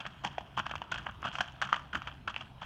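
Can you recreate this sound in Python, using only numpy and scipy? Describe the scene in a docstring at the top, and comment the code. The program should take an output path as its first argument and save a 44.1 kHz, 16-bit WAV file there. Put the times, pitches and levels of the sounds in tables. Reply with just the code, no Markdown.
"""Horse on a gravel drive

Outdoors, on one microphone: a horse walks briskly by. Each hoof packs the gravel in a crunch
of tiny stone clicks over a soft thud; larger stones knock and chips tick. Grit trickles between
steps and the yard answers faintly, over a low rumble and a distant drone and hum."""
import sys
import numpy as np
from scipy import signal
from scipy.io import wavfile
from scipy.ndimage import uniform_filter1d

SR = 44100
rng = np.random.default_rng(int(sys.argv[2]) if len(sys.argv) > 2 else 0)


def materialize(psi):
    """Save the field psi as 16-bit PCM at rate SR to the path in sys.argv[1].

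    A 1-D psi becomes a single channel; in a 2-D psi each row is a channel.
    """
    bounded = np.clip(np.atleast_2d(psi).T, -1, 1)
    quanta = np.round(bounded * 32767).astype(np.int16)
    wavfile.write(sys.argv[1], SR, quanta)


N = 116865


def amp(db):
    """Decibels to gain."""
    return 10 ** (np.asarray(db) / 20)


def unit(x):
    """Scales to rms 1."""
    return x / np.sqrt(np.mean(x ** 2) + 1e-20)


def as_loud_as(x, reference):
    """Scales to the rms of the reference."""
    return unit(x) * np.sqrt(np.mean(reference ** 2))


def read(points, hz):
    """Reads a spectrum on a log-frequency axis."""
    f, value = np.transpose(points)
    return np.interp(np.log(hz + 1), np.log(f + 1), value)


def fader(levels):
    """Gain that glides through (time, level) points."""
    return amp(np.interp(np.arange(N) / SR, *np.transpose(levels)))


def treble(hz, start_hz=1600):
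    """Octaves above the start of the treble, up to two."""
    return np.clip(np.log2((hz + 1) / start_hz), 0, 2)


def add(mix, s, sound):
    """Mixes a sound in at time s."""
    part = mix[round(s * SR):][:len(sound)]
    part += sound[:len(part)]


def colour(x, db_at, size=2048):
    """Causal filter whose gain in dB is the function db_at of frequency."""
    log_gain = np.log(amp(db_at(abs(np.fft.fftfreq(size, 1 / SR)))))
    taps = np.fft.ifft(np.exp(np.conj(signal.hilbert(log_gain)))).real
    return signal.fftconvolve(x, taps[:size // 2])[:len(x)]


def clicks(length, per_s, spread_db):
    """Stones touch at random moments, most lightly and a few hard."""
    chance, sign = rng.random((2, length))
    force = amp(spread_db * np.minimum(rng.exponential(1, length), 4))
    return (chance < per_s / SR) * np.sign(sign - .5) * force


def pebbles(length, per_s=3400, sizes=20, decay_cycles=1.41):
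    """Each random click rings one size of pebble for a few cycles."""
    hits, kind = clicks(length, per_s, spread_db=3.5), rng.integers(0, sizes, length)
    t, out = np.arange(256) / SR, np.zeros(length)
    for k, hz in enumerate(np.geomspace(650, 7000, sizes)):
        ring = np.cos(2 * np.pi * hz * t) * np.exp(-t * hz / decay_cycles) * hz / SR * 9
        ring[0] += .6  # the contact itself
        out += np.convolve(hits * (kind == k), ring)[:length]
    return out


# Colour of the open air, far off (frequency [Hz], gain [dB])
AIR_COLOUR = [(15, -33), (35, -36), (70, -13), (105, 9), (136, 6.5), (200, 0), (300, -2), (513, -13),
              (900, -5), (1290, -8.5), (2080, -19), (3070, -14), (4000, -25.5), (6720, -37.5),
              (10500, -39.5), (16000, -44)]

def air(level_db=-56, patch_db=3.5):
    """Distant outdoor drone and faint hiss, drifting in patches."""
    hz = np.fft.rfftfreq(1024, 1 / SR)
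    real, imag, patches = rng.standard_normal((3, N // 256 + 5, len(hz)))
    patches = uniform_filter1d(patches, size=14, axis=0)  # smooth in time
    patches = unit(uniform_filter1d(patches, size=8, axis=1))  # and in frequency
    spectra = (real + 1j * imag) * amp(read(AIR_COLOUR, hz) + patch_db * patches)
    return amp(level_db) * unit(signal.istft(spectra.T, nperseg=1024, noverlap=768)[1][:N])


# Rumble at the microphone (time [s], level [dB])
RUMBLE_SWELLS = [(0, -61.5), (.2, -61), (.38, -56), (.46, -64.5), (.6, -47.5), (.68, -62), (0.769, -48),
                 (.87, -61), (.96, -51), (1.03, -54.5), (1.14, -51.5), (1.35, -57), (1.58, -56.5),
                 (1.9, -56.5), (2.1, -53), (2.33, -57.5), (2.45, -60.5), (2.65, -53.5)]
# Colour of the rumble (frequency [Hz], gain [dB])
RUMBLE_COLOUR = [(15, -29), (30, -5), (45, -6), (65, 4.5), (90, -3), (140, -7), (250, -18), (600, -55)]

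def rumble():
    """A low outdoor rumble that swells and sinks."""
    low = colour(rng.standard_normal(N), lambda hz: read(RUMBLE_COLOUR, hz), size=8192)
    return unit(low) * fader(RUMBLE_SWELLS)


def hum(hz=135.5, level_db=-61.5, waver=0.024, flutter=0.47):
    """A faint hum in the distance, wavering in pitch and level."""
    slow = uniform_filter1d(uniform_filter1d(rng.standard_normal((2, N)), size=4000), size=2000)
    drift, swell = map(unit, slow)
    phase = 2 * np.pi * np.cumsum(hz * (1 + waver * drift)) / SR
    return amp(level_db) * unit(np.sin(phase) * (1 + flutter * swell))


# Colour of the drive's crushed gravel (frequency [Hz], gain [dB])
GRAVEL_COLOUR = [(100, -42.5), (420, -6.5), (650, 4), (1000, 2), (1600, 3.5), (2050, -8.5), (2600, -1.5),
                 (3250, 2.5), (3800, -16), (6300, -23), (8500, -31), (15000, -75)]
# Loose grit on the drive (time [s], level [dB])
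GRIT_LEVELS = [(0, -53), (.2, -61.5), (.35, -55.5), (.5, -63.5), (.72, -55.5), (.88, -64), (1.0, -49.5),
               (1.19, -64), (1.32, -48.5), (1.46, -52), (1.59, -59.5), (1.8, -56), (1.9, -63.5), (2.1, -52),
               (2.23, -73), (2.42, -51), (2.55, -81), (2.65, -48)]

def grit():
    """Kicked grit rolls and settles between the steps."""
    trickle = colour(pebbles(N, per_s=1300), lambda hz: read(GRAVEL_COLOUR, hz))
    return unit(trickle) * fader(GRIT_LEVELS)


def hoof_load(t, hold_s, attack_s, release_s, sag_db_per_s=92):
    """Rises, sags while the hoof bears down, then dies away."""
    release = np.exp(-np.maximum(t - hold_s, 0) / release_s)
    return np.minimum(t / attack_s, 1) * amp(-sag_db_per_s * t) * release


# Colour of the soft ground under the drive (frequency [Hz], gain [dB])
THUD_COLOUR = [(25, -29), (60, -13.5), (110, -12.5), (165, -6), (195, 1.5), (235, -13.5), (330, -17),
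               (500, -34), (1500, -60.5)]
# Colour of a stone chip's tick (frequency [Hz], gain [dB])
CHIP_COLOUR = [(200, -4), (1200, 18.5), (3000, 11.5), (4200, -8), (6300, 10), (8500, -10), (12500, -18.5),
               (16000, -21.5)]
# Hooves on gravel (time [s], hold [s], level [dB], ring [Hz], treble [dB/octave], thud [dB])
HOOF_CRUNCHES = [ (.002, 0.0092, -39, 2520, 4, -52), (.061, .007, -36.5, 1410, 4, -45),
                 (.236, 0.013, -36, 910, 0, -44), (0.245, 0.031, -37.5, 860, 6, -44),
                 (.405, 0.0058, -44, 800, 2.5, -45.5), (.568, 0.0047, -39.5, 1060, 7, -43),
                 (0.577, 0.026, -32.5, 1090, -1, -48.5), (0.656, 0.011, -39.5, 1620, 1.5, -58),
                 (.692, 0.0093, -43, 1380, 1, -76), (0.707, 0.0048, -42, 1600, 1, -47.5),
                 (0.836, 0.0061, -50, 1140, 1, -66), (.914, 0.017, -33, 1410, 3, -55),
                 (0.941, 0.0053, -34.5, 1420, 6.5, -76), (0.976, 0.014, -39.5, 1300, 3.5, -52),
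                 (1.062, 0.004, -32, 1190, -13.5, -58), (1.085, 0.008, -39.5, 1180, -6, -48),
                 (1.24, 0.023, -33, 1190, -1.5, -44.5), (1.266, 0.021, -36.5, 1510, 3, -45),
                 (1.325, 0.061, -47.5, 1300, 9, -55), (1.383, 0.015, -41.5, 1300, 3.5, -45.5),
                 (1.404, 0.002, -25.5, 1600, -4, -39.5), (1.423, 0.017, -50, 1260, 7, -55),
                 (1.619, 0.01, -30.5, 1390, 3.5, -53), (1.638, 0.015, -38, 1300, 4, -48.5),
                 (1.690, 0.026, -44.5, 1280, 4, -53.5), (1.722, 0.024, -34, 1290, -2, -54.5),
                 (1.757, 0.0096, -37.5, 1300, 2, -66), (1.929, 0.008, -34.5, 1430, 3.5, -44),
                 (1.947, 0.015, -35.5, 1280, -1.5, -40.5), (1.966, 0.0094, -41, 1460, 3.5, -44.5),
                 (2.070, 0.013, -37, 1170, -0.5, -58), (2.274, 0.0089, -32.5, 1280, 1, -67),
                 (2.289, 0.017, -40.5, 1160, 2, -59), (2.375, 0.0054, -48, 2480, 4.5, -62),
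                 (2.407, 0.007, -39.5, 1250, 3, -67), (2.613, 0.017, -40, 980, 0, -52)]

def crunch(hold_s, level_db, ring_hz, tilt, thud_db, size=6000):
    """A hoof packs the gravel, makes the finest chips tick, and pushes on the ground below."""
    def packed_gravel(hz):
        octaves = np.log2((hz + 1) / ring_hz)
        resonance_db = 9 * np.exp(-.5 * (octaves / 0.25) ** 2)
        return read(GRAVEL_COLOUR, hz) + resonance_db + tilt * treble(hz)
    t = np.arange(size) / SR
    press = hoof_load(t, hold_s, attack_s=0.0027, release_s=0.0068)
    stones = as_loud_as(colour(pebbles(size) * press, packed_gravel), press)
    push = hoof_load(t, hold_s, attack_s=0.0079, release_s=0.0073)
    thud = colour(rng.standard_normal(size) * push, lambda hz: read(THUD_COLOUR, hz))
    ticks = colour(clicks(size, per_s=270, spread_db=1.5), lambda hz: read(CHIP_COLOUR, hz))
    fines = amp(tilt - 29.5) * unit(ticks) * press
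    return amp(level_db) * (stones + fines) + amp(thud_db) * as_loud_as(thud, push)


# Reverberation of the yard (frequency [Hz], time to fall 60 dB [s])
YARD_DECAY = [(150, 0.43), (1200, 0.36), (3200, 0.37), (6000, 0.39), (12000, 0.14)]

def yard(x, echoes_per_s=2000, gap_s=.012):
    """Scattered echoes come back to the microphone from trees, vehicles and barns."""
    echoes = rng.standard_normal(SR) * (rng.random(SR) < echoes_per_s / SR)
    echoes *= np.arange(SR) > gap_s * SR
    hz, t, spectra = signal.stft(echoes, SR, nperseg=256)
    decay = amp(-60 * t / read(YARD_DECAY, hz)[:, None])
    tail = signal.istft(spectra * decay, SR, nperseg=256)[1]
    return signal.fftconvolve(x, tail / np.linalg.norm(tail))[:N]


# Colour of a sharp stone crack (frequency [Hz], gain [dB])
CRACK_COLOUR = [(100, -35.5), (300, -3.5), (450, -9), (600, -1), (1000, -1.5), (1600, 0.5), (2050, -4),
                (3100, 4), (3800, -17.5), (6300, -18), (8500, -36), (15000, -44.5)]
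# Larger stones (time [s], relative level [dB], ring [Hz], crack over ring [dB], treble [dB/octave])
STONE_KNOCKS = [ (0.052, -32.5, 1430, 5.5, -11), (.2483, -23, 873, 1.5, -1.5), (.3812, -19, 733, -8, -2),
                (0.5755, -17, 1020, -11, 2.5), (0.5924, -23, 1130, -11.5, 13), (0.5981, -26, 1390, 4, -7),
                (.6650, -26, 1120, -0.5, -3.5), (.7120, -25.5, 1600, 2.5, -2),
                (.7372, -28.5, 1110, -4.5, -12), (.7540, -31, 1020, 6, 0), (0.779, -41, 1400, 2, 2),
                (0.8172, -24.5, 920, -3.5, -3), (0.92, -21.5, 1410, -24, -4), (.9440, -42, 1490, 5, -8),
                (.9583, -32.5, 1500, 5.5, -5), (1.0663, -19, 1180, -5.5, -9.5),
                (1.228, -30.5, 1240, 1, -11), (1.2513, -30, 1060, -6, 8), (1.3535, -25, 1330, 1, 1),
                (1.3845, -25.5, 1140, 0, 1), (1.406, -25, 690, 4.5, -10), (1.4085, -23.5, 1600, 1, 11.5),
                (1.6158, -19, 1350, -6, 4.5), (1.6226, -17.5, 1600, -14, 0), (1.6720, -33, 1220, -2.5, 3),
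                (1.6898, -28.5, 1300, -10, -1), (1.7278, -8, 1240, -12, -1), (1.7423, -19.5, 1300, -3, -2),
                (1.7938, -37, 1200, -6, 7.5), (1.9477, -34, 1200, 10, -1.5), (1.953, -20.5, 1670, -5.5, 6),
                (2.0185, -29, 1310, -3.5, -0.5), (2.0720, -25.5, 1280, -4, -2),
                (2.2767, -28, 1260, 5.5, -3), (2.3425, -29.5, 2740, -1.5, -5),
                (2.3622, -20, 2700, -4.5, -3)]

def knock(level_db, ring_hz, crack_db, tilt, size=1500):
    """The hoof meets a larger stone: a damped hollow ring, a crack, and chatter of its neighbours."""
    rise_s, decay_cycles, low_cut_hz = 0.000833, 1.69, 490
    crack_rise_s, snap_s, chatter_s = 0.0016, 0.00093, 0.0049
    t = np.arange(size) / SR
    late = t - rise_s
    shape = np.minimum(t / rise_s, 1) ** 2 * np.exp(-np.maximum(late, 0) * ring_hz / decay_cycles)
    ring = np.sin(2 * np.pi * ring_hz * late) * shape
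    ring = signal.sosfilt(signal.butter(2, low_cut_hz, "high", fs=SR, output="sos"), ring)
    snap = unit(rng.standard_normal(size) * np.exp(-abs(late) / snap_s))
    chatter = unit(pebbles(size) * np.exp(-t / chatter_s))
    contact = (snap + amp(-5.5) * chatter) * np.minimum(t / crack_rise_s, 1)
    crack = colour(contact, lambda hz: read(CRACK_COLOUR, hz) + tilt * treble(hz))
    return amp(level_db + 0.5) * (ring + amp(crack_db) * as_loud_as(crack, ring))


# Chips snapping off the hoof (time [s], level [dB])
CHIP_TICKS = [(.9185, -30), (1.0615, -46), (1.1115, -45), (1.2205, -44.5), (1.4055, -37), (1.4780, -43.5),
              (1.5225, -49), (1.9525, -56)]

def chip(level_db, decay_s=0.0011, size=600):
    """A small sharp stone gives one bright tick."""
    shape = np.exp(-np.arange(size) / SR / decay_s)
    tick = colour(rng.standard_normal(size) * shape, lambda hz: read(CHIP_COLOUR, hz))
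    return amp(level_db) * as_loud_as(tick, shape)


def scene():
    """One microphone in the open yard: hooves and grit in front, air, rumble and hum behind."""
    hooves = np.zeros(N)
    for table, sound in (HOOF_CRUNCHES, crunch), (STONE_KNOCKS, knock), (CHIP_TICKS, chip):
        for s, *row in table:
            add(hooves, s, sound(*row))
    return (hooves + amp(-20) * yard(hooves) + grit() + air() + rumble() + hum())[None]


def record(dry):
    """The recorder's band limit."""
    edge_hz = 16150
    lowpass = signal.firwin(511, edge_hz, window=("kaiser", 9), fs=SR)
    return signal.oaconvolve(dry, lowpass[None], "same")


dry = scene()
out = record(dry)
materialize(out)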